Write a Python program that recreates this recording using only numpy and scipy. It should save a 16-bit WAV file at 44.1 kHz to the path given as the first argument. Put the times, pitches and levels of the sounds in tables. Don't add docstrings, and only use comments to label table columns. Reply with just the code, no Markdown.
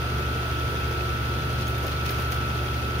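import sys
import numpy as np
from scipy import signal
from scipy.fft import rfft, irfft
from scipy.io import wavfile
from scipy.ndimage import uniform_filter1d

SR = 44100
rng = np.random.default_rng(int(sys.argv[2]) if len(sys.argv) > 2 else 0)


def nominal_scale(level):
    x = np.asarray(level, float) / 20
    return 10 ** x


def inscribe(sig):
    pcm = np.round(np.clip(np.atleast_2d(sig).T, -1, 1) * 32767)
    wavfile.write(sys.argv[1], SR, pcm.astype(np.int16))


N = 132300

# f/Hz, correlation (-1 to 1)
ALIKE_AT_HZ = [(60, 0.96), (150, 0.93), (290, 0.94), (640, 0.47), (1200, -0.26), (3000, -0.14),
               (8000, -0.0064)]


def rms_one(x):
    return x / np.sqrt(np.mean(x ** 2) + 1e-20)


def at_hz(points, hz):
    table = np.array(points)
    return np.interp(np.log(hz), np.log(table[:, 0]), table[:, 1])


def drift(rate):
    r = np.exp(-80 * np.pi * rate / SR)
    slow = signal.lfilter([1], [1, -2 * r, r * r], rng.standard_normal(N // 40 + 2002))[2000:]
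    return np.interp(np.arange(N) / 40, np.arange(len(slow)), rms_one(slow - slow.mean()))


def ring(clicks, hz, t60):
    r = nominal_scale(-60 / (t60 * SR))
    w = 2 * np.pi * min(hz, SR / 2.5) / SR
    return signal.lfilter([0, np.sin(w)], [1, -2 * r * np.cos(w), r * r], clicks)


def band(x, hz, width_hz):
    r = np.exp(-np.pi * width_hz / SR)
    poles = [1, -2 * r * np.cos(2 * np.pi * hz / SR), r * r]
    return signal.lfilter(np.array([1, 0, -1]) * (1 - r * r) / 2, poles, x)


def treble(x, low_hz):
    return signal.sosfilt(signal.butter(2, low_hz, "high", fs=SR, output="sos"), x)


def pan(difference_db):
    return nominal_scale(np.array([[.5], [-.5]]) * difference_db)


def diffuse(mid, side, hz):
    alike = np.clip(at_hz(ALIKE_AT_HZ, hz), -1, 1)
    return np.sqrt(1 + alike) * mid + np.sqrt(1 - alike) * side * [[1], [-1]]


def tones(rows, base_hz, loose=True, sway=0, swell_db=0):
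    out = np.zeros((2, N))
    turn = 2 * np.pi * base_hz * np.arange(N) / SR + sway
    for k, db, pan_db, lead in rows:
        level_db = db + 0.45 * drift(4) + swell_db * (k > 30)
        free = loose or k % 4 > 0 or k > 48
        phase = k * turn + 0.1 * drift(2.8) + 2 * np.pi * rng.random() * free
        wave = np.sqrt(2) * nominal_scale(level_db) * np.exp(1j * phase)
        sides = rms_one(pan(pan_db)) * np.exp(.5j * lead * np.array([[1], [-1]]))
        out += np.imag(wave * sides * np.exp(-1j * np.angle(sides.sum())))
    return out


def motor():
    # multiple, level/dB rms, left-right/dB, left lead/rad
    orders = [(4, -32.6, -0.9, 0.0), (8, -52.2, -4.2, 0.1), (12, -46.3, -1.4, 0.1), (16, -56.4, -3.1, -0.3),
              (39, -57.7, 6.0, -2.9), (40, -46.3, 8.8, 2.1), (43, -54.4, 2.1, -2.1),
              (44, -35.2, -4.8, -1.7), (45, -48.6, 3.9, -1.6), (46, -51.6, 10.1, 0.9),
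              (47, -58.5, -7.6, -1.8), (48, -42.9, 8.8, -0.6), (49, -52.4, 4.1, -1.4),
              (50, -55.9, -1.0, -0.4), (52, -51.6, -4.6, -1.0), (53, -58.5, 1.7, -0.8),
              (56, -60.6, 3.7, 2.9), (80, -57.8, -1.9, -1.9), (84, -60.7, -3.0, 2.8),
              (88, -53.0, -0.4, -1.9), (92, -53.6, 0.1, 2.1), (93, -60.0, 1.6, -0.2),
              (96, -63.0, -0.8, -0.2), (101, -61.6, 5.0, 2.3), (104, -59.2, 3.6, -2.4),
              (115, -58.8, 2.4, 1.5), (117, -61.7, -5.9, 1.1), (277, -74.6, 2.2, -1.4)]
    # t/s, level/dB
    whine = [
        (0, 0.5),
        (.4, 0),
        (1.1, 0.4),
        (1.6, -1.5),
        (1.9, -1),
        (2.15, 1),
        (2.4, 1),
        (2.7, -1),
        (3, -0.5),
    ]
    swell_db = np.interp(np.arange(N) / SR, *np.transpose(whine))
    return tones(orders, 30.011, loose=False, swell_db=swell_db)


def fan():
    # multiple, level/dB rms, left-right/dB, left lead/rad
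    orders = [(1, -32.3, 0.8, 0.0), (2, -45.2, 2.2, 0.1), (3, -52.1, 1.9, -0.3), (4, -48.9, 5.6, 0.1),
              (6, -50.5, 5.9, -0.5), (7, -51.5, -10.0, -0.1), (8, -57.2, -2.6, -0.7)]
    sway_rad, sway_s = 0.3, 2.9
    sway = sway_rad * np.cos(2 * np.pi * np.arange(N) / SR / sway_s)
    return tones(orders, 72.27, sway=sway)


def room_tones():
    # f/Hz, level/dB rms, left-right/dB, left lead/rad
    steady = [(41.2, -57.4, -0.1, 0.1), (63.7, -44.2, -0.6, 0.0), (87.4, -45.6, -5.1, 0.6),
              (1417.0, -59, 0, 0), (3358.8, -60.9, 1.6, -0.9), (3896.2, -64.6, -1.6, -2.3),
              (4325.4, -63.6, -14.9, 1.0), (4486.5, -66.4, -4.1, 2.8), (4969.8, -64.2, 3.6, 2.2),
              (5573.1, -68.0, 0.9, -2.4), (12487.6, -66.8, 7.2, 3.0)]
    return tones(steady, 1)


def air(spectrum, low_hz, count, patchy_db):
    # f/Hz, level/dB
    lean = [(100, 1.5), (1000, 0.3), (4000, 1), (12000, 1.5)]
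    out, together = 0, drift(3)
    edges = low_hz * 2 ** (np.arange(count + 1) / 3)
    white = rng.standard_normal((2, 2, N + 8192))
    for k, (low, high) in enumerate(zip(edges, edges[1:])):
        third = signal.butter(2, [low, high], "band", fs=SR, output="sos")
        mid, side = signal.sosfilt(third, white[k % 2])[:, -N:]
        hz = np.sqrt(low * high)
        level_db = at_hz(spectrum, hz) + patchy_db * (.5 * together + drift(8.5))
        out = out + nominal_scale(level_db) * pan(at_hz(lean, hz)) * diffuse(mid, side, hz)
    return rms_one(out)


def wind():
    # f/Hz, level/dB per Hz
    rumble = [(30, -26), (42, -20), (55, 0), (85, -10.5), (130, -4.5), (260, -9), (420, -8.5), (600, -14)]
    # f/Hz, level/dB per Hz
    rush = [(600, 1), (1500, -0.5), (2000, -4.5), (2800, -5), (4500, -13), (6500, -17.5), (10500, -19),
            (14000, -20)]
    flow = nominal_scale(-37.5) * air(rumble, 18.75, count=15, patchy_db=1.4)
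    flow = flow + nominal_scale(-36.5) * air(rush, 600, count=15, patchy_db=.4)
    hollow_hz, hollow_width_hz, hollow_share = 1090, 135, 0.42
    return flow - hollow_share * band(flow, hollow_hz, hollow_width_hz)


def booms():
    # f/Hz, width/Hz, level/dB rms
    modes = [(66.3, 7.7, -68), (99.2, 23, -43.5), (150.5, 10, -45), (216.2, 12, -53), (352.3, 20.5, -48),
             (389, 21, -49), (452, 17, -52.5), (660, 74, -55.5), (1340, 210, -58)]
    out = 0
    for hz, width_hz, db in modes:
        noise = rng.standard_normal((2, N + 8192))
        mid, side = band(band(noise, hz, width_hz), hz, width_hz)[:, -N:]
        out = out + nominal_scale(db) * rms_one(diffuse(mid, side, hz))
    return out


def beater():
    # multiple, level/dB rms, left-right/dB, left lead/rad
    gear = [(216, -61.3, -3.9, -0.9), (231, -61.0, -0.2, 2.5), (243, -63.0, 3.1, -2.8),
            (263, -59.5, -5.6, -0.3), (267, -59.4, -0.2, -1.3), (276, -61.7, 3.6, 1.5),
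            (299, -56.9, 9.9, 2.5), (324, -63.7, 0.4, 1.3), (326, -65.5, -7.0, -2.6),
            (333, -64.8, -0.8, -0.6), (344, -64.9, -10.4, 2.1), (366, -68.1, -0.5, 1.5),
            (371, -64.7, 6.5, -2.6), (375, -67.4, -3.8, 2.5), (392, -65.4, -14.2, 0.2),
            (398, -60.1, 2.6, -2.3), (416, -68.2, 0.8, -0.3), (434, -69.7, 4.7, 1.4)]
    # f/Hz, level/dB per Hz
    rattle = [(1200, -1), (2200, 7), (2600, -4.5), (3000, 3), (3400, -0.5), (4200, -5.5), (6500, -3),
              (8500, -9.5)]
    beater_hz, lump_db, spread_db = 12.1112, 4, 3
    size = 2 ** 14
    lumps = rms_one(uniform_filter1d(rng.standard_normal(size), size=600, mode="wrap"))
    turn = rfft(rng.standard_normal((2, size)) * nominal_scale(lump_db * lumps))
    hz = np.arange(1, size // 2 + 2) * beater_hz
    level_db = at_hz(rattle, hz) + spread_db * rng.standard_normal(len(hz))
    turn = irfft(turn * nominal_scale(level_db) * (hz > 1000) * (hz < 10000))
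    place = np.arange(N) / SR * beater_hz * size % size
    loop = np.array([np.interp(place, np.arange(size), side) for side in turn])
    return nominal_scale(-46.5) * rms_one(loop) + tones(gear, beater_hz)


def chinks():
    # f/Hz, t60/s, level/dB rms
    panels = [(2274, 0.023, -56), (2595, 0.021, -47.5), (2790, 0.019, -58), (3284, 0.02, -54),
              (3563, 0.034, -57.5), (4114, 0.023, -54), (4776, .02, -60.5)]
    touches_per_s, spread_db = 70, 3
    out = 0
    for hz, t60, db in panels:
        force = nominal_scale(spread_db * np.minimum(rng.exponential(1, N), 3))
        touch = (rng.random(N) < touches_per_s / SR) * force * rng.choice([-1, 1], N)
        left = ring(touch + 1e-18, hz, t60)
        right = ring(np.roll(touch, 40) + 1e-18, hz * 1.01, t60)
        out = out + nominal_scale(db) * rms_one(band(np.array([left, right]), hz, 300))
    return out


def churn():
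    # t/s, level/dB
    strength = [
        (0, -56),
        (.6, -57),
        (.8, -47),
        (1.0, -47),
        (1.25, -53),
        (1.6, -56),
        (1.9, -51),
        (2.2, -54),
        (3, -54),
    ]
    hz, width_hz, lump_db = 547, 280, 3.5
    mid, side = band(band(rng.standard_normal((2, N)), hz, width_hz), hz, width_hz)
    level_db = np.interp(np.arange(N) / SR, *np.transpose(strength)) + lump_db * drift(8.7)
    return nominal_scale(level_db) * rms_one(mid + .5 * side * [[1], [-1]])


def thuds():
    # t/s, peak level/dB, f/Hz
    slaps = [(0.041, -30, 353), (0.192, -25.5, 374), (0.38, -32, 378), (0.452, -27, 364), (0.742, -29, 450),
             (0.908, -24.5, 376), (1.051, -29, 388), (1.376, -29, 401), (1.492, -28, 520),
             (1.842, -23, 372), (2.102, -26, 380), (2.181, -24, 375), (2.33, -30, 328), (2.555, -29, 350)]
    t60_s, trim_db, puff_db, width_hz, rise_s = 0.059, -4.5, -3.5, 350, 0.0026
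    out, span = np.zeros((2, N + SR)), np.arange(SR // 8) / SR
    for s, db, hz in slaps:
        puff = rms_one(band(rng.standard_normal((2, len(span))), hz, width_hz))
        puff = puff[0] + .5 * puff[1] * np.array([[1], [-1]])
        puff = puff * nominal_scale(puff_db - 30 * span / t60_s)
        body = band(ring((span == 0) * 1., hz, t60_s), hz, width_hz)
        i = int(s * SR)
        out[:, i:i + len(span)] += nominal_scale(db + trim_db) * (body + puff) * np.minimum(span / rise_s, 1)
    return out[:, :N]


def ticks():
    # t/s, peak level/dB, f/Hz, dull body level/dB
    slips = [(1.0271, -34, 12900, -12), (1.5296, -27, 9500, -14), (1.6700, -29.5, 11300, 2),
             (1.6788, -23, 15400, -3), (1.6792, -31, 11000, -8), (1.7823, -24, 12300, -12),
             (1.832, -31, 11500, -12), (1.8392, -27, 12600, -10), (1.8668, -24, 12600, -8),
             (1.8702, -26, 12800, -10), (1.9354, -44, 9330, -12), (2.058, -30, 11800, -12),
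             (2.0645, -30, 11000, -5), (2.1068, -16.5, 14000, -14), (2.1228, -28, 14900, -12),
             (2.1745, -31, 13500, -8), (2.186, -27, 14000, -6), (2.3078, -27, 14500, -12),
             (2.3208, -23, 12500, -1), (2.3315, -30, 14500, -6)]
    t60_s, body_hz, trim_db = 0.0039, 6630, -5.5
    crack_db, crack_low_hz = 1, 3000
    tail_db, tail_t60_s, tail_low_hz = -10, 0.068, 4830
    out, span = np.zeros((2, N)), np.arange(SR // 4) / SR
    click = (span == 0) * 1.
    for s, db, hz, body_db in slips:
        tick = ring(click, hz, t60_s) + nominal_scale(body_db) * ring(click, body_hz, t60_s * 2.3)
        tick += nominal_scale(crack_db + body_db / 2) * treble(click, crack_low_hz)
        tail = treble(rng.standard_normal((2, len(span))), tail_low_hz)
        tail = tail * nominal_scale(tail_db - 60 * span / tail_t60_s) * (span > .004)
        i = int(s * SR)
        out[:, i:i + len(span)] += nominal_scale(db + trim_db) * (tick + tail)
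    return out


def rubs():
    # t/s, length/s, bright level/dB rms, dull level/dB rms
    strokes = [
        (1.59, .03, -52, -41),
        (1.67, 0.033, -42.5, -48),
        (1.855, 0.072, -48, -41.5),
        (2.043, 0.025, -43, -36),
        (2.076, .015, -51, -38),
        (2.098, 0.055, -51, -41),
        (2.176, 0.051, -45, -42),
        (2.304, 0.042, -38.5, -37),
    ]
    edge_s = 0.013
    t = np.arange(N) / SR
    grain = rng.standard_normal((2, N)) * nominal_scale(4.5 * drift(140))
    bright = rms_one(treble(grain, 4830))
    dull = rms_one(band(grain, 2730, 2500))
    out = 0
    for start, length, bright_db, dull_db in strokes:
        rise = t - start
        fall = (start + length - t) / 3 + edge_s
        pressure = np.clip(np.minimum(rise, fall) / edge_s, 0, 1) ** 2
        out = out + pressure * (nominal_scale(bright_db) * bright + nominal_scale(dull_db) * dull)
    return out


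def lever():
    return (ticks() + rubs()) * pan(2.5)


def scene():
    machine = motor() + fan() + room_tones()
    return machine + wind() + booms() + beater() + chinks() + churn() + thuds() + lever()


def low_pass(x):
    return signal.sosfilt(signal.butter(12, 16410, fs=SR, output="sos"), x)


def record(dry):
    dip_hz, dip_width_hz, dip_share = 7570, 5700, 0.61
    mic = dry - dip_share * band(band(dry, dip_hz, dip_width_hz), dip_hz, dip_width_hz)
    mic = signal.sosfilt(signal.ellip(14, .1, 55, 15720, fs=SR, output="sos"), mic)
    return low_pass(mic)


dry = scene()
out = record(dry)
inscribe(out)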